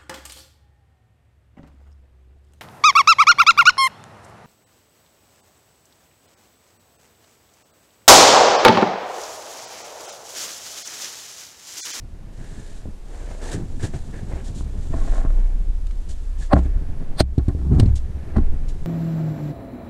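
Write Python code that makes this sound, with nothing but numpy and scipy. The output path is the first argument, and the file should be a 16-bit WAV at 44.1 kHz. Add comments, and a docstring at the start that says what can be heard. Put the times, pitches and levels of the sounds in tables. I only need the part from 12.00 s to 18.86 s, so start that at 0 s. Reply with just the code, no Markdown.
"""A small camera on a hand-held pole is pushed through a tight rock passage, its microphone right at the rock.
Hiss swells in first, under the low sway and hum of the pole, the glove rubbing along it and clothing on stone;
all four go on throughout, as wavering tones and as lumpy, filtered noise. From the first second
blows ring the modes of pole, camera shell and fittings, some with noise bursts, chatter or judder; the hardest
come after four and a half seconds, the last ones near the end. Gain control ducks the sound after loud peaks."""
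import sys
import numpy as np
from scipy import signal
from scipy.fft import rfft, irfft
from scipy.io import wavfile
from scipy.ndimage import uniform_filter1d

SR = 44100
rng = np.random.default_rng(int(sys.argv[2]) if len(sys.argv) > 2 else 0)


def volts_from_decibels(level):
    """Turn decibel levels (scalar or array-like) into linear amplitude factors."""
    exponent = np.asarray(level, float) / 20
    return 10 ** exponent


def inscribe(sig):
    """Save sig as 16-bit PCM at rate SR to the path in sys.argv[1].

    A 1-D sig is mono; a 2-D sig holds one channel per row.
    Samples are clipped to [-1, 1] before scaling.
    """
    pcm = np.round(np.clip(np.atleast_2d(sig).T, -1, 1) * 32767)
    wavfile.write(sys.argv[1], SR, pcm.astype(np.int16))


N = 302526

# bending modes of the pole: f/Hz, relative level/dB, t60/s
POLE_MODES = [(65, 0, .5), (103, -3, .16)]
# modes of the camera shell on its mount: f/Hz, relative level/dB, t60/s
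SHELL_MODES = [(113, 8, 0.059), (175.5, -3, 0.16), (290.8, 1.5, 0.073), (342, 3.5, 0.043),
               (493, -11, 0.033), (660, 2, 0.04), (767, -1.5, 0.038), (1078, -0.5, .03), (1374, 2.5, 0.011),
               (1670, 1.5, 0.0088), (2300, -23, 0.018)]
# modes of clamp and screw: f/Hz, relative level/dB, t60/s
FITTING_MODES = [(1500, -5, .005), (2300, -7, .005), (3600, -7, .03), (3820, -7, .02), (4165, 2, .022),
                 (4460, 3, .02), (4900, -3, .015), (5700, -6, .012), (7000, -6, .012), (8390, 1, .015),
                 (8950, -3, .01), (12000, -13, .0015)]


def evened(x):
    """Scales to rms 1."""
    return x / np.sqrt(np.mean(x ** 2) + 1e-20)


def column(table, count):
    """One control of a curve table, drawn straight from row to row, sample by sample."""
    rows = np.array(table)
    return np.interp(np.arange(N) / SR, rows[:, 0], rows[:, count])


def coloured(x, points):
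    """Filters x through a curve of (f/Hz, relative level/dB) points and evens it to rms 1."""
    f, db = np.transpose(points)
    hz = np.fft.rfftfreq(N, 1 / SR)
    curve_db = np.interp(np.log(hz + 1), np.log(f + 1), db)
    return evened(irfft(rfft(x) * volts_from_decibels(curve_db), N))


def drift(hz):
    """Slow chance of rms 1: noise that falls away above hz."""
    return coloured(rng.standard_normal(N), [(0, 0), (hz, 0), (2 * hz, -40), (SR, -200)])


def grit(per_s, spread_db, smooth):
    """Stick-slip: sparse catches of uneven size over a share of smooth sliding noise."""
    size = volts_from_decibels(spread_db * np.minimum(rng.exponential(1, N), 4))
    catches = size * rng.choice([-1., 1.], N) * (rng.random(N) < per_s / SR)
    return smooth * rng.standard_normal(N) + (1 - smooth) * evened(catches)


def strokes(table, count):
    """Gain through all strokes (start, length, ..): each swells, still gains a little, then dies away."""
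    swell_share, rise_db = 0.35, 1  # share of the length spent swelling; further rise over the length
    die_s, die_share = 0.014, 0.083  # the dying takes a fixed time plus a share of the length
    t, power = np.arange(N) / SR, np.zeros(N)
    for row in table:
        u, length = t - row[0], row[1]
        swell = np.sin(np.pi / 2 * np.clip(u / (swell_share * length), 0, 1))
        rising = volts_from_decibels(row[count] + rise_db * np.clip(u / length, 0, 1))
        die = np.exp(-np.maximum(u - length, 0) / (die_s + die_share * length))
        power += (rising * swell * die) ** 2
    return np.sqrt(power)


def ringing(modes, seconds, spot=0, contact_s=0):
    """Decaying sines of a body after one tap, peak 1; the struck spot weights and slightly detunes each."""
    t = np.arange(int(seconds * SR)) / SR
    hz, db, t60 = np.transpose(modes)[:, :, None]
    spot = (spot * np.ones(12))[:len(modes), None]
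    softening_db = -0.1 * hz * contact_s  # the longer the contact, the weaker the high modes
    mode_gain = volts_from_decibels(db + softening_db + 3 * spot - 60 * t / t60)
    y = (mode_gain * np.sin(2 * np.pi * hz * (1 + .005 * spot) * t)).sum(0)
    return y / abs(y).max()


def hum(hz, waver, waver_hz, throb_db):
    """A mode kept going by a trembling hand: its pitch wavers and its strength throbs."""
    turns = np.cumsum(hz * (1 + waver * drift(waver_hz))) / SR
    return np.sqrt(2) * volts_from_decibels(throb_db * drift(25.3)) * np.sin(2 * np.pi * turns)


def hiss():
    """Steady coloured noise under everything, swelling in at first."""
    # colour of the hiss: f/Hz, relative level/dB
    hiss_colour = [(180, -1), (300, -3.5), (1110, -16), (1670, -19.5), (10100, -29.5), (13800, -39),
                   (15000, -64)]
    level_db, start_db, swell_s = -50, -3.5, 0.51
    swell_db = start_db * np.exp(-np.arange(N) / SR / swell_s)
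    return volts_from_decibels(level_db + swell_db) * coloured(rng.standard_normal(N), hiss_colour)


def shake():
    """The long pole in the hand sways, wobbles and bends: three low tones at its lowest modes."""
    # the pole in the hand: t/s, sway level/dB, wobble f/Hz, wobble level/dB, bending hum level/dB
    hand_curve = [(0.0, -46.5, 32.9, -37, -47), (0.88, -32.5, 29.34, -39, -51.5),
                  (1.51, -47, 31.3, -27.5, -39.5), (1.72, -26, 23.76, -36, -39.5),
                  (2.52, -44, 30.45, -29.5, -38.5), (2.98, -21.5, 25.95, -23.5, -32),
                  (3.36, -24, 30.7, -11, -38), (3.72, -26.5, 30.12, -23.5, -35.5),
                  (4.18, -28.5, 33.36, -30.5, -36), (4.76, -30.5, 31.1, -16.5, -31.5),
                  (4.93, -25, 25.44, -36, -37.5), (5.08, -18.5, 26.1, -38, -45),
                  (5.27, -29, 32.65, -24, -34.5), (5.67, -34, 36.85, -32, -21.5),
                  (5.92, -20, 25.66, -24, -24.5), (6.23, -36, 25.38, -45, -35),
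                  (6.46, -16, 24.85, -21, -32.5), (6.86, -27, 25.3, -35, -37)]
    sway = volts_from_decibels(column(hand_curve, count=1)) * hum(14, .3, 4, 3.5)
    wobble = volts_from_decibels(column(hand_curve, count=3)) * hum(column(hand_curve, count=2), 0.059, 4.3, 2.6)
    bend = volts_from_decibels(column(hand_curve, count=4)) * hum(POLE_MODES[0][0], 0.0738, 11.82, 3.9)
    return sway + wobble + bend


def drag(count):
    """Level of one cloth layer (1 swish, 2 body, 3 fold): the steady rustle plus the drags."""
    # clothing that keeps rustling: t/s, swish level/dB, dull body level/dB, hollow fold level/dB
    rustle_curve = [(0.0, -75, -63, -85), (.5, -76, -48.5, -62), (1.0, -67, -60.5, -87),
                    (2.0, -57.5, -51.5, -73), (2.7, -61, -51, -75), (3.4, -62.5, -43.5, -73),
                    (3.7, -69.5, -60, -82), (4.2, -61.5, -66, -71), (4.75, -74, -51.5, -64),
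                    (5.15, -78, -47, -75), (5.65, -68, -71, -82), (6.3, -79, -45, -64),
                    (6.86, -63.5, -51.5, -78)]
    # separate drags over stone: start t/s, length/s, swish level/dB, dull body level/dB, hollow fold level/dB
    drag_strokes = [(.30, 0.48, -56.5, -66, -63), (1.02, 0.56, -57, -44.5, -66),
                    (1.41, 0.089, -46, -36.5, -52), (1.51, 0.031, -38.5, -37, -44),
                    (1.79, 0.048, -50, -41, -50), (1.825, 0.03, -39.5, -38.5, -45),
                    (1.928, 0.032, -51.5, -38.5, -56), (1.3, 0.019, -54, -45, -82),
                    (2.115, 0.082, -62, -44.5, -54.5), (2.27, 0.12, -59.5, -38.5, -68),
                    (2.44, 0.046, -49.5, -53, -65), (2.54, 0.064, -49.5, -57, -78),
                    (2.76, 0.21, -58.5, -75, -103), (2.93, 0.26, -52, -43, -61),
                    (4.085, 0.03, -48, -51.5, -66.5), (4.37, 0.09, -53, -61, -75),
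                    (4.405, 0.026, -50.5, -53, -49), (4.54, 0.051, -48.5, -29.5, -67),
                    (4.61, 0.057, -58, -43, -73), (5.7, 0.19, -59.5, -41.5, -72),
                    (5.953, 0.016, -44.5, -50, -80), (6.68, 0.017, -50, -66, -79)]
    return np.hypot(volts_from_decibels(column(rustle_curve, count=count)), strokes(drag_strokes, count=count + 1))


def cloth():
    """Fabric on rough stone: a fine swish, a coarser body and a hollow note follow the same drags."""
    # colour of the fine swish: f/Hz, relative level/dB
    swish_colour = [(1400, -26), (2600, -5.5), (3900, -1.5), (5100, -4.5), (7300, 0.5), (9500, -7),
                    (11500, -19), (15000, -41)]
    # colour of the dull body: f/Hz, relative level/dB
    body_colour = [(250, -1), (420, 0), (680, -3), (1150, -14.5), (1900, -18.5), (2300, -18.5), (6000, -47)]
    # air ringing in a fold of cloth: f/Hz, relative level/dB
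    fold_colour = [(700, -50), (1400, -16), (1720, 0), (2050, -16), (4000, -50)]
    swish = volts_from_decibels(1.16 * drift(64)) * coloured(grit(2500, 1.7, 0.54), swish_colour)
    coarse = volts_from_decibels(1.1 * drift(29)) * grit(250, 2.14, 0.62)
    body = coloured(coarse, body_colour)
    fold = coloured(coarse, fold_colour)
    return drag(count=1) * swish + drag(count=2) * body + drag(count=3) * fold


def grip():
    """The glove creeps on the pole in lumpy slips that travel up to the camera."""
    # the glove creeping: t/s, rub level/dB
    creep_curve = [(0.0, -48.5), (.55, -43), (.8, -49), (1.5, -51), (1.67, -39.5), (2.9, -36), (3.2, -39.5),
                   (3.76, -47), (4.37, -50), (4.48, -87), (4.7, -39.5), (5.15, -37.5), (5.3, -36.5),
                   (5.47, -45), (5.58, -36.5), (5.68, -26.5), (6.02, -42.5), (6.34, -34.5), (6.86, -38.5)]
    # sudden slips of the glove: start t/s, length/s, rub level/dB
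    slip_strokes = [(.84, 0.046, -39), (1.53, 0.096, -32.5), (1.82, 0.033, -27.5), (1.94, 0.0082, -24),
                    (4.38, 0.042, -40), (5.69, 0.16, -17), (6.35, 0.034, -28)]
    # colour of the rub at the microphone: f/Hz, relative level/dB
    rub_colour = [(15, -52), (42, -11.5), (100, 4), (230, -6.5), (410, -15.5), (520, -32.5), (700, -28),
                  (1500, -43), (4000, -100)]
    rub_gain = np.hypot(volts_from_decibels(column(creep_curve, count=1)), strokes(slip_strokes, count=2))
    return rub_gain * volts_from_decibels(3.0 * drift(17.2)) * coloured(grit(150, 2.5, 0.62), rub_colour)


def judder():
    """The camera judders on its mount: uneven catches tap the shell and ring its low and high modes."""
    # judders: start t/s, length/s, low shell modes drive/dB, high shell modes drive/dB
    judder_strokes = [(1.535, 0.064, -31, -57), (1.6, 0.039, -42, -47), (1.725, 0.015, -39, -72),
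                      (2.95, 0.077, -39, -37), (3.04, 0.052, -40, -40.5), (3.1, 0.12, -41.5, -36),
                      (3.225, 0.046, -36, -37), (4.545, 0.021, -24, -17.5), (4.565, 0.025, -19, -47),
                      (4.655, 0.013, -32.5, -43), (5.384, 0.0049, -22.5, -36), (5.486, 0.0038, -21, -30.5),
                      (5.547, 0.019, -37, -59), (5.587, 0.028, -32, -45), (6.362, 0.023, -22, -35)]
    catches = uniform_filter1d(grit(300, 4.1, 0.23), size=16)
    low, high = ringing(SHELL_MODES[1:5], .1), ringing(SHELL_MODES[5:], .06)
    out = np.zeros(N)
    for count, ring in ((2, low), (3, high)):
        taps = strokes(judder_strokes, count=count) * catches
        out += signal.oaconvolve(taps, ring / np.linalg.norm(ring))[:N]
    return out


def chatter():
    """The mount chatters while the pole is pressed along rock: one wavering pitch grows, then dies."""
    # chatters: start t/s, length/s, pitch f/Hz, level/dB
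    chatter_bursts = [(1.53, 0.019, 400, -31.5), (2.938, 0.011, 250, -29.5), (4.512, 0.024, 626, -11),
                      (4.526, 0.0095, 769, -17), (4.531, 0.007, 290, -5.5), (4.533, .018, 182, -8.5),
                      (5.732, 0.15, 100, -13), (6.356, 0.023, 221, -15)]
    pitch_spread, grow_power, die_cycles = 0.0387, 2.5, 3.2
    t, out = np.arange(N) / SR, np.zeros(N)
    waver = 1 + pitch_spread * drift(42.4)
    for s, length, hz, db in chatter_bursts:
        u = t - s
        grow = np.sin(np.pi / 2 * np.clip(u / length, 0, 1)) ** grow_power
        die = np.exp(-np.maximum(u - length, 0) * hz / die_cycles)
        out += volts_from_decibels(db) * grow * die * np.sin(2 * np.pi * hz * np.cumsum(waver) / SR)
    return np.sqrt(2) * out


def noise_bursts():
    """Short bursts of noise that swell over a few ms and quickly die, ringing shell (first) and fittings."""
    # noise bursts: peak t/s, camera shell drive/dB, metal fittings drive/dB
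    burst_list = [(2.941, -17.5, -53), (4.534, 6, -31.5), (5.204, -6, -14), (5.73, -26, -62),
                  (5.802, -22, -35), (6.369, -9, -49)]
    swell_s, die_s = 0.008, 0.0042
    shell, direct = np.zeros((2, N + 8192))
    t = np.arange(-2048, 1024) / SR
    for s, shell_db, fittings_db in burst_list:
        start = round(s * SR) - 2048
        noise = rng.standard_normal(3072)
        burst = noise * np.exp(np.where(t < 0, t / swell_s, -t / die_s))
        dulled = uniform_filter1d(uniform_filter1d(burst, size=20), size=14)
        band = dulled - uniform_filter1d(burst, size=80)
        shell[start:start + 3072] += volts_from_decibels(shell_db) * np.gradient(band)
        clink = signal.fftconvolve(.3 * burst, ringing(FITTING_MODES, .06, noise[:12]))
        direct[start:start + len(clink)] += volts_from_decibels(fittings_db) * clink
    return shell, direct


def blows():
    """Blows push on shell and pole (returned first) and clink; long soft contacts drive mainly low modes."""
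    # blows on the pole: t/s, shell drive/dB, pole bending drive/dB, metal fittings drive/dB, contact time/s
    blow_list = [(0.856, -26.5, -24, -70, 0.0016), (1.55, -17.5, -38, -58, 0.0029),
                 (2.332, -32, -17.5, -62, 0.0041), (2.609, -27, -20.5, -57, 0.0009),
                 (2.941, -19.5, -23, -60, 0.001), (3.25, -23, -15, -56, 0.001),
                 (3.305, -27.5, -29, -62, 0.00065), (3.869, -61, -44, -40, 0.00016),
                 (3.91, -61, -66, -41, 0.00049), (4.533, -11, -37, -28, 0.00032),
                 (4.537, 1, 3.5, -26, 0.0022), (4.575, -7, -44, -44, 0.0036),
                 (4.59, -10.5, -42.5, -35, 0.0014), (4.655, -16.5, -32.5, -46, 0.0033),
                 (5.2058, 1.5, -26, -8, 0.000543), (5.2072, 7, -3.5, -14, 0.0012),
                 (5.2107, -8.5, -18.5, -12, 0.001), (5.38, -2.5, -9.5, -32, 0.0031),
                 (5.482, -6.5, -12, -34, 0.00397), (5.549, -17.5, -48, -69, 0.0028),
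                 (5.73, -17, -15, -45, 0.0036), (5.797, -3, -3, -18, 0.0033),
                 (5.799, -41, -40, -18, 0.00044), (5.806, -15.5, -0.5, -35, 0.0014),
                 (5.831, -2.5, -27, -29.5, 0.0035), (5.858, -8, 0, -31.5, 0.0046),
                 (6.367, -26, -7, -36.5, 0.0016), (6.379, -21, -30, -38, 0.0027)]
    crack_db, crack_s = 1, 0.0037  # dry snap of metal on stone: drive relative to the fittings, decay time
    shell, pole, direct = np.zeros((3, N + 8192))
    t = np.arange(-2048, 1024) / SR
    for s, shell_db, pole_db, fittings_db, contact_s in blow_list:
        start = round(s * SR) - 2048
        at = slice(start, start + 3072)
        noise = rng.standard_normal(3072)
        push = np.sin(np.pi * np.clip(t / contact_s, 0, 1)) ** 2
        rebound = np.sin(np.pi * np.clip((t / contact_s - 1.3) / 1.76, 0, 1)) ** 2
        shell[at] += volts_from_decibels(shell_db) * push / push.sum()
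        pole[at] += volts_from_decibels(pole_db) * push / push.sum()
        # the microphone itself is shoved and springs back
        direct[at] += volts_from_decibels(shell_db + 1.0) * (push - 0.54 * rebound)
        snap = uniform_filter1d(noise, size=3) - uniform_filter1d(noise, size=30)
        snap_shape = np.clip(t / contact_s, 0, 1) * np.exp(-t / crack_s)
        direct[at] += volts_from_decibels(fittings_db + crack_db) * snap * snap_shape
        after_rattle = 0.075 * noise * (t > 0) * np.exp(-t / 0.006)
        rattle = noise * push / np.linalg.norm(push) + after_rattle
        clink = signal.fftconvolve(rattle, ringing(FITTING_MODES[2:], .06, noise[:12], contact_s))
        direct[start:start + len(clink)] += volts_from_decibels(fittings_db) * clink
    return shell, pole, direct


def knocks():
    """Blows and noise bursts ring the modes of the camera shell, and the blows those of the pole."""
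    blow_shell, pole, blow_direct = blows()
    burst_shell, burst_direct = noise_bursts()
    out = blow_direct + burst_direct
    out += signal.oaconvolve(blow_shell + burst_shell, ringing(SHELL_MODES, .2))[:len(out)]
    out -= signal.oaconvolve(pole, ringing(POLE_MODES, .8))[:len(out)]
    return uniform_filter1d(out[:N], size=2)  # the housing softens the very top


def scene():
    """All sounds reach one microphone, most of them through the pole."""
    return (hiss() + shake() + cloth() + grip() + judder() + chatter() + knocks())[None]


def roll_off(x):
    """The treble ends steeply here."""
    return signal.sosfilt(signal.butter(12, 15730, fs=SR, output="sos"), x)


def record(dry):
    """Gain control falls within a few ms on peaks and recovers slowly; a soft ceiling; the band edge."""
    peak_db = 20 * np.log10(abs(dry[0]) + 1e-9)
    fall = np.arange(N) * 80. / SR  # the held peak sinks by 80 dB a second
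    held_db = np.maximum.accumulate(peak_db + fall) - fall
    over_db = np.maximum(held_db + 5, 0)  # excess above -5 dB
    # six tenths of the excess is taken off, averaged over the 150 samples or so just gone
    ducked = dry / volts_from_decibels(.6 * uniform_filter1d(over_db, size=150, origin=70))
    ceiling = .97 * np.tanh(ducked / .97)
    edge = signal.firwin(255, 15250, window=("kaiser", 9), fs=SR)  # low-pass at 15250 Hz
    padded = np.pad(ceiling, ((0, 0), (127, 127)), "edge")
    mix = signal.oaconvolve(padded, edge[None], "valid")
    return roll_off(mix)


dry = scene()
out = record(dry)
inscribe(out)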